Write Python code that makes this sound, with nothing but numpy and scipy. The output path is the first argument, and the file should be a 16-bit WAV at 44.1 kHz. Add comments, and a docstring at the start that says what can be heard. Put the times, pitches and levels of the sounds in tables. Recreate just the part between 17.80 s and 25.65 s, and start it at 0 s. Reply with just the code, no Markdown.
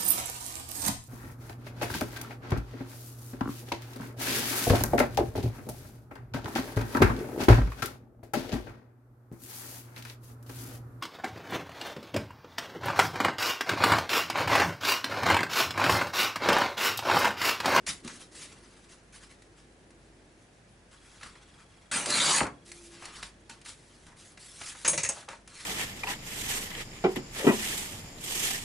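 """In a small quiet room with a low hum, a steel ruler is laid on craft paper amid filtered noise strokes and snaps.
A faint chirr of tone pulses sets in; then dense random snaps, swept by resonances, rip off a strip in two pulls.
The strip comes free with a thud and a flutter, and a faint tone swells. Paper slides and flaps over a book and
a cutting mat, and the ruler is set aside with a ringing clatter of damped sines and noise knocks.
All is heard from just above the table, with sparse room reflections."""
import sys
import numpy as np
from scipy import signal
from scipy.fft import rfft, irfft
from scipy.io import wavfile

SR = 44100
rng = np.random.default_rng(int(sys.argv[2]) if len(sys.argv) > 2 else 0)


def waveform_to_disk(signal):
    """Save audio, clipped to [-1, 1], as 16-bit WAV at the path in sys.argv[1]."""
    frames = np.transpose(np.atleast_2d(signal))
    scaled = np.clip(frames, -1, 1) * 32767
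    samples = np.round(scaled).astype(np.int16)
    wavfile.write(sys.argv[1], SR, samples)


N = 346185
TIME = np.arange(N) / SR
EDGE_HZ = 11080  # upper band limit

# spectrum of the room air: f/Hz, relative density/dB per Hz
AIR_SPECTRUM = [(20, -15), (45, -7.5), (90, 2.5), (155, -0.5), (300, -7), (700, -10), (1200, -17.5),
                (1700, -14.5), (3500, -24), (11000, -31)]
AIR_DB = -60.5
# low rustle that comes and goes: t/s, level/dB
RUSTLE_LEVEL = [(0, -59.5), (.6, -59), (1.2, -66), (2.4, -62), (3.05, -75), (4.1, -73), (5, -64),
                (6, -67.5), (7.85, -71)]
# faint tone: pitch, resting level, level of the added swell, its start and length
TONE_HZ, TONE_DB, SWELL_DB, SWELL_AT_S, SWELL_S = 343, -74.5, -58.5, 4.85, 0.33

# spectrum of sliding friction: f/Hz, relative density/dB per Hz
FRICTION_SPECTRUM = [(200, -5), (600, -14.5), (1100, -2.5), (2300, -3), (3000, -3), (3700, -3), (9700, -5),
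                     (11000, -6.5)]
# strokes of paper, ruler and hands sliding: start/s, length/s, level/dB, dullness/dB per octave
STROKES = [(0.062, 0.032, -28.5, -1.76), (0.163, 0.017, -71, -1), (0.232, 0.077, -48.5, 2),
           (0.327, 0.031, -48, -1), (0.392, 0.026, -48, -0.5), (0.51, 0.03, -54, -1),
           (0.543, 0.11, -45, -1.1), (0.686, 0.033, -53.5, 3), (0.756, 0.29, -63.5, 2),
           (1.083, 0.052, -55, 0.6), (1.322, 0.036, -50, 0.5), (1.405, 0.026, -54.5, 0.5),
           (1.49, 0.029, -55, 0.5), (1.766, 0.016, -58.5, 1), (3.108, 0.018, -53, 3),
           (3.197, 0.3, -61, 1.6), (3.423, 0.025, -49, 4), (3.51, 0.28, -66.5, 3.5),
           (3.777, 0.037, -59.5, 4), (3.885, 0.17, -71.5, 4), (4.847, 0.054, -51.5, -3),
           (4.928, 0.15, -53.5, -3), (5.101, 0.13, -54, 2.5), (5.238, 0.06, -47, 4),
           (5.323, 0.14, -50.5, 1.7), (5.691, 0.014, -44, 2.2), (5.844, 0.048, -41.5, -1.5),
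           (5.95, 0.36, -66, -1), (6.256, 0.067, -58, 7.5), (6.361, 0.14, -55, -1.5),
           (6.589, 0.3, -47.5, -3), (6.798, 0.039, -45.5, 1.3), (6.856, 0.038, -38.5, -2.5),
           (6.947, 0.46, -49.5, -0.7), (7.496, 0.019, -44.5, 3.5), (7.674, 0.072, -53, 1.5),
           (7.744, 0.12, -47, 0)]
STROKE_RISE_S, STROKE_RELEASE_S = 0.015, 0.17
RESTING_DB = -69  # the hands never lie quite still on the paper
# reverberation of the room: f/Hz, t60/s
ROOM_DECAY = [(200, 0.41), (1400, 0.21), (9700, 0.16)]

# paper flicked, tapped and buckled: t/s, level/dB, dullness/dB per octave
FLICKS = [(0.065, -26, -0.5), (0.073, -30, 4.5), (0.247, -38, -3), (0.276, -31, 0.5), (0.295, -41, 6.5),
          (1.62, -47.5, 2), (2.105, -52, 1.5), (3.41, -42, 7), (3.43, -35.5, 4.5), (3.553, -45.5, 8),
          (4.117, -30, 0.5), (4.258, -21.5, -0.5), (4.303, -18, -3), (4.629, -27.5, 4), (4.666, -36.5, 2),
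          (4.916, -34, 0), (5.221, -38, 11.5), (5.254, -33, -1.5), (5.427, -28.5, 3.5), (5.695, -37, 3),
          (5.814, -45.5, 2), (5.859, -37.5, 3), (6.266, -47, 0.5), (6.573, -41, 4), (6.812, -32, 5),
          (6.948, -41.5, 8), (7.365, -46, 2), (7.48, -36.5, 16.5), (7.486, -34, 3), (7.527, -40.5, 13),
          (7.675, -40, 1)]
# spectrum of a flick at zero dullness: f/Hz, relative density/dB per Hz
FLICK_SPECTRUM = [(240, -44), (400, -15), (2300, 0), (2640, 0), (3160, -5.5), (3890, -1.5), (7460, -3),
                  (9580, -2.5), (11000, -8), (14300, -51), (22000, -120)]
# a larger patch is duller and rings longer: length at zero dullness, dullness (dB per octave) that doubles it
FLICK_S, FLICK_DOUBLING = 0.031, 9.1
# soft blows of fingers, sheet, book and table: t/s, level/dB, centre f/Hz, t60/s
THUMPS = [(0.071, -52, 90, 0.56), (0.246, -39.5, 205, 0.17), (4.265, -33, 524, 0.2),
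          (4.605, -14.5, 1730, 0.017), (4.608, -21, 820, 0.068), (4.612, -22, 211, 0.045),
          (4.613, -40.5, 82, 0.27), (4.631, -29, 276, 0.078), (7.079, -42.5, 151, 0.36),
          (7.131, -35.5, 450, 0.13), (7.29, -37.5, 602, 0.14), (7.36, -44, 780, 0.17),
          (7.424, -45, 1360, 0.068)]

# ruler landings: t/s, ring level/dB, knock level/dB, ring time/share of free t60, ring tilt/dB per octave
LANDINGS = [(0.277, -54, -51, 2.2, -26), (7.047, -36, -23.5, 0.49, -29), (7.06, -49, -27.5, 0.33, -18),
            (7.077, -18.5, -21.5, 0.96, 2.5), (7.13, -45, -29, .4, 0), (7.176, -26.5, -23, 0.2, -5),
            (7.196, -48, -36, .3, -9), (7.2324, -26.5, -28, 0.57, -17), (7.247, -32, -29, 0.44, -15),
            (7.289, -20, -31, 0.25, -10)]
# modes of the free steel: f/Hz, relative level/dB, t60/s
STEEL_MODES = [(2390, -39, 0.12), (5507, -22, 0.46), (6083, -20, .1), (6700, -17, .2), (6600, -8, 0.5),
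               (6530, 1.5, 0.21), (7500, -4, .19), (7800, -14, .2), (7830, 2.5, 0.12), (8376, 0, 0.26),
               (9040, -3, 0.26), (8900, -11, 0.16), (9760, 0.5, 0.28), (10300, -22, .15), (10730, -15, .3)]
# spectrum of the ruler's knock: f/Hz, relative density/dB per Hz
KNOCK_SPECTRUM = [(59, -20), (100, -3), (284, -14), (587, -9), (804, -16), (941, -5.5), (1340, -8.5),
                  (2520, -2.5), (3060, -12), (5750, -9), (6600, 1), (7000, -8.5), (9970, -18), (11000, -19),
                  (14300, -61), (22000, -120)]

# pulls that rip the strip: start/s, length/s, time to gather speed/s, release/s, fibre level/dB, sheet level/dB
PULLS = [(4.113, 0.062, 0.002, 0.41, -31.5, -35), (4.256, 0.33, 0.061, 0.14, -26, -31.5)]
# spectrum of snapping fibres: f/Hz, relative density/dB per Hz
FIBRE_SPECTRUM = [(1290, -37), (2200, -13), (2450, -12), (3410, -5), (3520, -8), (4800, -0.5), (5280, -6.5),
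                  (7010, -1.5), (8690, -1), (11000, -6), (14300, -32), (22000, -120)]
# spectrum of the shaken sheet: f/Hz, relative density/dB per Hz
SHEET_SPECTRUM = [(30, -40), (75, -10.5), (240, -1), (450, -4), (850, -3), (1300, 3), (2150, -1.5),
                  (3000, -9.5), (5000, -42)]
# resonances that the strip passes through as it curls: t/s, f/Hz, width/Hz, lift/dB
CURLS = [(4.14, 2550, 260, 6.5), (4.15, 8880, 450, 8), (4.33, 4040, 503, 10), (4.39, 2220, 200, 8),
         (4.415, 8800, 220, 1), (4.435, 3740, 456, 13), (4.525, 900, 250, 12), (4.575, 6700, 284, 8)]
SHEET_FOLLOW = 0.8  # the sheet's rattle grows with this power of the tearing speed
# the freed strip goes slack and flutters; SLACK is the ratio by which its resonances drop
FLUTTER_AT_S, FLUTTER_S, FLUTTER_RISE_S, FLUTTER_RELEASE_S = 4.648, 0.016, 0.003, 0.11
FLUTTER_DB, SLACK = -33.5, 0.82


def amp(db):
    """Decibels to gain."""
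    return 10 ** (np.asarray(db) / 20)


def unit(x):
    """Scales to rms 1."""
    return x / np.sqrt(np.mean(x ** 2) + 1e-20)


def read(points, hz):
    """Reads a spectrum table on a log-frequency axis."""
    f, value = np.transpose(points)
    return np.interp(np.log(hz + 1), np.log(f + 1), value)


def curve(rows, t):
    """Reads a level curve at the times t."""
    return np.interp(t, *np.transpose(rows))


def octaves(hz, centre_hz):
    """Distance from a centre in octaves."""
    return np.log2((hz + 1) / centre_hz)


def dulling(hz):
    """Octaves from the middle of the paper's range; a dull sound tilts down along them, its bass stays put."""
    return octaves(np.maximum(hz, 900), 3000)


def add(mix, s, sound):
    """Mixes a sound in at time s."""
    part = mix[round(s * SR):][:len(sound)]
    part += sound[:len(part)]


def fall(t, t60):
    """Exponential decay of 60 dB in the time t60."""
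    return np.exp(-np.log(1000) * t / t60)


def envelope(t, length, rise, release):
    """Gathers speed from t = 0, holds until length, then falls 60 dB in the release time."""
    attack = 1 - np.exp(-np.maximum(t, 0) / rise)
    return attack * fall(np.maximum(t - length, 0), release)


def burst(length, rise):
    """A quick swell of noise that falls 60 dB over its length."""
    t = TIME[:SR // 2]
    return rng.standard_normal(len(t)) * (1 - np.exp(-t / rise)) * fall(t, length)


def colour(x, gain_db, size=4096):
    """Causal filter of unit energy whose gain in dB is a function of frequency."""
    hz = abs(np.fft.fftfreq(size, 1 / SR))
    log_gain = np.log(amp(np.maximum(gain_db(hz), -100)))
    # minimum phase puts the filter's energy at the onset
    spectrum = np.exp(np.conj(signal.hilbert(log_gain)))
    taps = np.fft.ifft(spectrum).real[:size // 2]
    return signal.oaconvolve(x, taps / np.linalg.norm(taps))[:len(x)]


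def flex(x, field_db, patchy_db, size=512):
    """Colours x with a moving spectrum of steady power; bending paper adds drifting patches."""
    hz, t, z = signal.stft(x, SR, nperseg=size)
    window = signal.windows.hann(M=8)
    patches = unit(signal.convolve2d(rng.standard_normal(z.shape), np.outer(window, window), "same"))
    gain = amp(field_db(hz[:, None], t) + patchy_db * patches)
    steady_gain = gain / np.sqrt(np.mean(gain ** 2, 0))
    return signal.istft(z * steady_gain, SR, nperseg=size)[1][:N]


def crackle(per_s, spread_db, smear=0.002473):
    """Random tiny snaps of uneven size; bending waves spread each over a few ms, treble first."""
    strength = amp(spread_db * np.minimum(rng.exponential(1, N), 4))
    snaps = strength * rng.choice([-1, 1], N) * (rng.random(N) < per_s / SR)
    hz = np.fft.rfftfreq(N, 1 / SR)
    delay = smear / np.sqrt(1 + hz / 1500)  # seconds
    phase = -2 * np.pi * np.cumsum(delay) * SR / N
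    return unit(irfft(rfft(snaps) * np.exp(1j * phase), N))


def stereo(mid, side, width, corner_hz=700):
    """Diffuse sound at two close points: they differ in the treble, hardly in the bass."""
    side = width * signal.lfilter(*signal.butter(1, corner_hz, "highpass", fs=SR), side)
    return np.array([mid + side, mid - side])


def place(x, pan_db):
    """Left and right gains for a source, pan_db apart."""
    return x * amp([[pan_db / 2], [-pan_db / 2]])


def background():
    """Room air, a wavering hum, a faint tone that swells once and a low rustle that comes and goes."""
    air = [unit(colour(noise, lambda hz: read(AIR_SPECTRUM, hz))) for noise in rng.standard_normal((2, N))]
    knots = np.linspace(0, TIME[-1], num=40)
    waver = unit(np.interp(TIME, knots, rng.standard_normal(size=40)))
    hum = amp(-63 + 2.5 * waver) * np.sin(2 * np.pi * 49.5 * TIME)
    swell = amp(SWELL_DB) * envelope(TIME - SWELL_AT_S, SWELL_S, rise=0.066, release=0.59)
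    tone_wave = np.sqrt(2) * np.sin(2 * np.pi * TONE_HZ * TIME + waver)
    tone = (amp(TONE_DB) + swell) * tone_wave
    rustle = colour(rng.standard_normal(N), lambda hz: -15 * np.log1p(octaves(hz, 305) ** 2))
    return amp(AIR_DB) * stereo(*air, width=1.0) + hum + tone + rustle * amp(curve(RUSTLE_LEVEL, TIME))


def slide():
    """Fine friction grains in uneven slips, dull when a loose sheet drags and bright when pressed flat."""
    slips = unit(signal.oaconvolve(rng.standard_normal(N), signal.windows.hann(M=1400), "same"))
    grains = crackle(per_s=7000, spread_db=2.0)
    grains += 0.17 * crackle(per_s=32, spread_db=-1.0, smear=0.0034)  # an edge catches now and then
    out = amp(RESTING_DB) * colour(grains, lambda hz: read(FRICTION_SPECTRUM, hz))
    for s, length, db, dull in STROKES:
        part = grains[round(s * SR):][:SR]
        pressure = envelope(TIME[:len(part)], length, STROKE_RISE_S, STROKE_RELEASE_S)
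        stroke = colour(part * pressure, lambda hz: read(FRICTION_SPECTRUM, hz) - dull * dulling(hz))
        add(out, s, amp(db) * stroke)
    return flex(out, lambda hz, t: 0, patchy_db=2.5) * amp(1.5 * slips)


def room(x, size=256):
    """Sparse reflections, each band dying at its own speed."""
    t = TIME[:SR // 2]
    arrivals = rng.random((2, len(t))) < 2500 / SR
    taps = rng.standard_normal((2, len(t))) * arrivals * (t > .002)
    hz, when, z = signal.stft(taps, SR, nperseg=size)
    tail = signal.istft(z * fall(when, read(ROOM_DECAY, hz)[:, None]), SR, nperseg=size)[1]
    tail = tail / np.linalg.norm(tail, axis=1, keepdims=True)
    return stereo(*signal.fftconvolve(x[None], tail, axes=1)[:, :N], width=0.81)


def flicks():
    """Short dry snaps of the paper; the duller ones ring longer."""
    out = np.zeros(N)
    for s, db, dull in FLICKS:
        length = FLICK_S * 2 ** (dull / FLICK_DOUBLING)
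        snap = burst(length, rise=0.04 * length)
        add(out, s, amp(db) * colour(snap, lambda hz: read(FLICK_SPECTRUM, hz) - dull * dulling(hz)))
    return out


def thumps():
    """Broad, heavily damped blows."""
    out = np.zeros(N)
    for s, db, centre_hz, length in THUMPS:
        blow = burst(length, rise=0.0014)
        add(out, s, amp(db) * colour(blow, lambda hz: -15 * np.log1p((1.09 * octaves(hz, centre_hz)) ** 2)))
    return out


def ruler():
    """Each landing knocks the table and rings the steel; contact damps, detunes and buzzes the modes."""
    out, t = np.zeros(N), TIME[:SR // 2]
    hz, mode_db, t60 = np.transpose(STEEL_MODES)[:, :, None]
    for s, ring_db, knock_db, free, tilt in LANDINGS:
        phase, detune = rng.random((2, len(STEEL_MODES), 1))
        weight = amp(mode_db + tilt * np.maximum(octaves(hz, 6000), 0))
        pitch = hz * (1 + 0.035 * max(1 - free, 0) * (detune - .5))
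        modes = weight * np.sin(2 * np.pi * (pitch * t + phase)) * fall(t, t60 * free)
        ring = modes.sum(0) * np.sqrt(2) / np.linalg.norm(weight)
        ring *= 1 - np.exp(-t / 0.0013)  # soft onset
        # chatter against the table
        chatter = colour(burst(0.2, rise=0.00048), lambda f: -10 * np.log10(1 + (f / 700) ** 4))
        buzz = 1 + 0.52 * chatter
        # each spot that is hit has its own colour
        spot_db = 3 * rng.standard_normal(size=30)
        spot_hz = np.linspace(0, EDGE_HZ, len(spot_db))
        knock = colour(burst(0.11, rise=0.0015),
                       lambda f: read(KNOCK_SPECTRUM, f) + np.interp(f, spot_hz, spot_db))
        add(out, s, amp(ring_db) * ring * buzz + amp(knock_db) * knock)
    return out


def chirr(start=3.145, per_s=25, hz=3330, db=-63, fade_db=3):
    """A very faint electrical chirr of tone pulses sets in and slowly fades, by fade_db each second."""
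    offset = ((TIME - start) * per_s + .5) % 1 - .5  # periods from the nearest pulse
    pulses = np.exp(-(offset / 0.12) ** 2)
    level = amp(db - fade_db * (TIME - start)) * (TIME > start)
    return level * pulses * np.sqrt(2) * np.sin(2 * np.pi * hz * TIME)


def tear():
    """Fibres snap along the ruler's edge and shake the curling strip, which flutters as it comes free."""
    fibre_gain = sheet_gain = 0
    for s, length, rise, release, fibre_db, sheet_db in PULLS:
        speed = envelope(TIME - s, length, rise, release)
        fibre_gain = np.hypot(fibre_gain, amp(fibre_db) * speed)
        sheet_gain = np.hypot(sheet_gain, amp(sheet_db) * speed ** SHEET_FOLLOW)
    snaps = crackle(per_s=6000, spread_db=2.0, smear=.004)

    def curl(hz, t, hold=0.049):
        """Lift in dB as each resonance passes within about hold seconds."""
        return sum(db * np.exp(-((t - s) / hold) ** 2 - ((hz - f) / width) ** 2) for s, f, width, db in CURLS)

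    fibres = flex(snaps, lambda hz, t: read(FIBRE_SPECTRUM, hz) + curl(hz, t), patchy_db=3.5, size=768)
    sheet = flex(snaps, lambda hz, t: read(SHEET_SPECTRUM, hz) + curl(hz, t), patchy_db=3.5, size=768)
    slack = colour(snaps, lambda hz: read(SHEET_SPECTRUM, hz / SLACK))
    flutter = envelope(TIME - FLUTTER_AT_S, FLUTTER_S, FLUTTER_RISE_S, FLUTTER_RELEASE_S)
    return fibres * fibre_gain + sheet * sheet_gain + slack * amp(FLUTTER_DB) * flutter


def scene():
    """Paper near the middle of the table, the ruler's clatter a little to one side."""
    paper = slide() + flicks() + thumps() + tear()
    steel = ruler()
    direct = place(paper, pan_db=.5) + place(steel, pan_db=1.0)
    return direct + amp(-9.5) * room(paper + steel) + background() + chirr()


def record(dry):
    """Band limit: a steep low-pass takes off the extreme treble."""
    lowpass = signal.firwin(601, EDGE_HZ, window=("kaiser", 8), fs=SR)
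    return signal.oaconvolve(dry, lowpass[None], "same")


dry = scene()
out = record(dry)
waveform_to_disk(out)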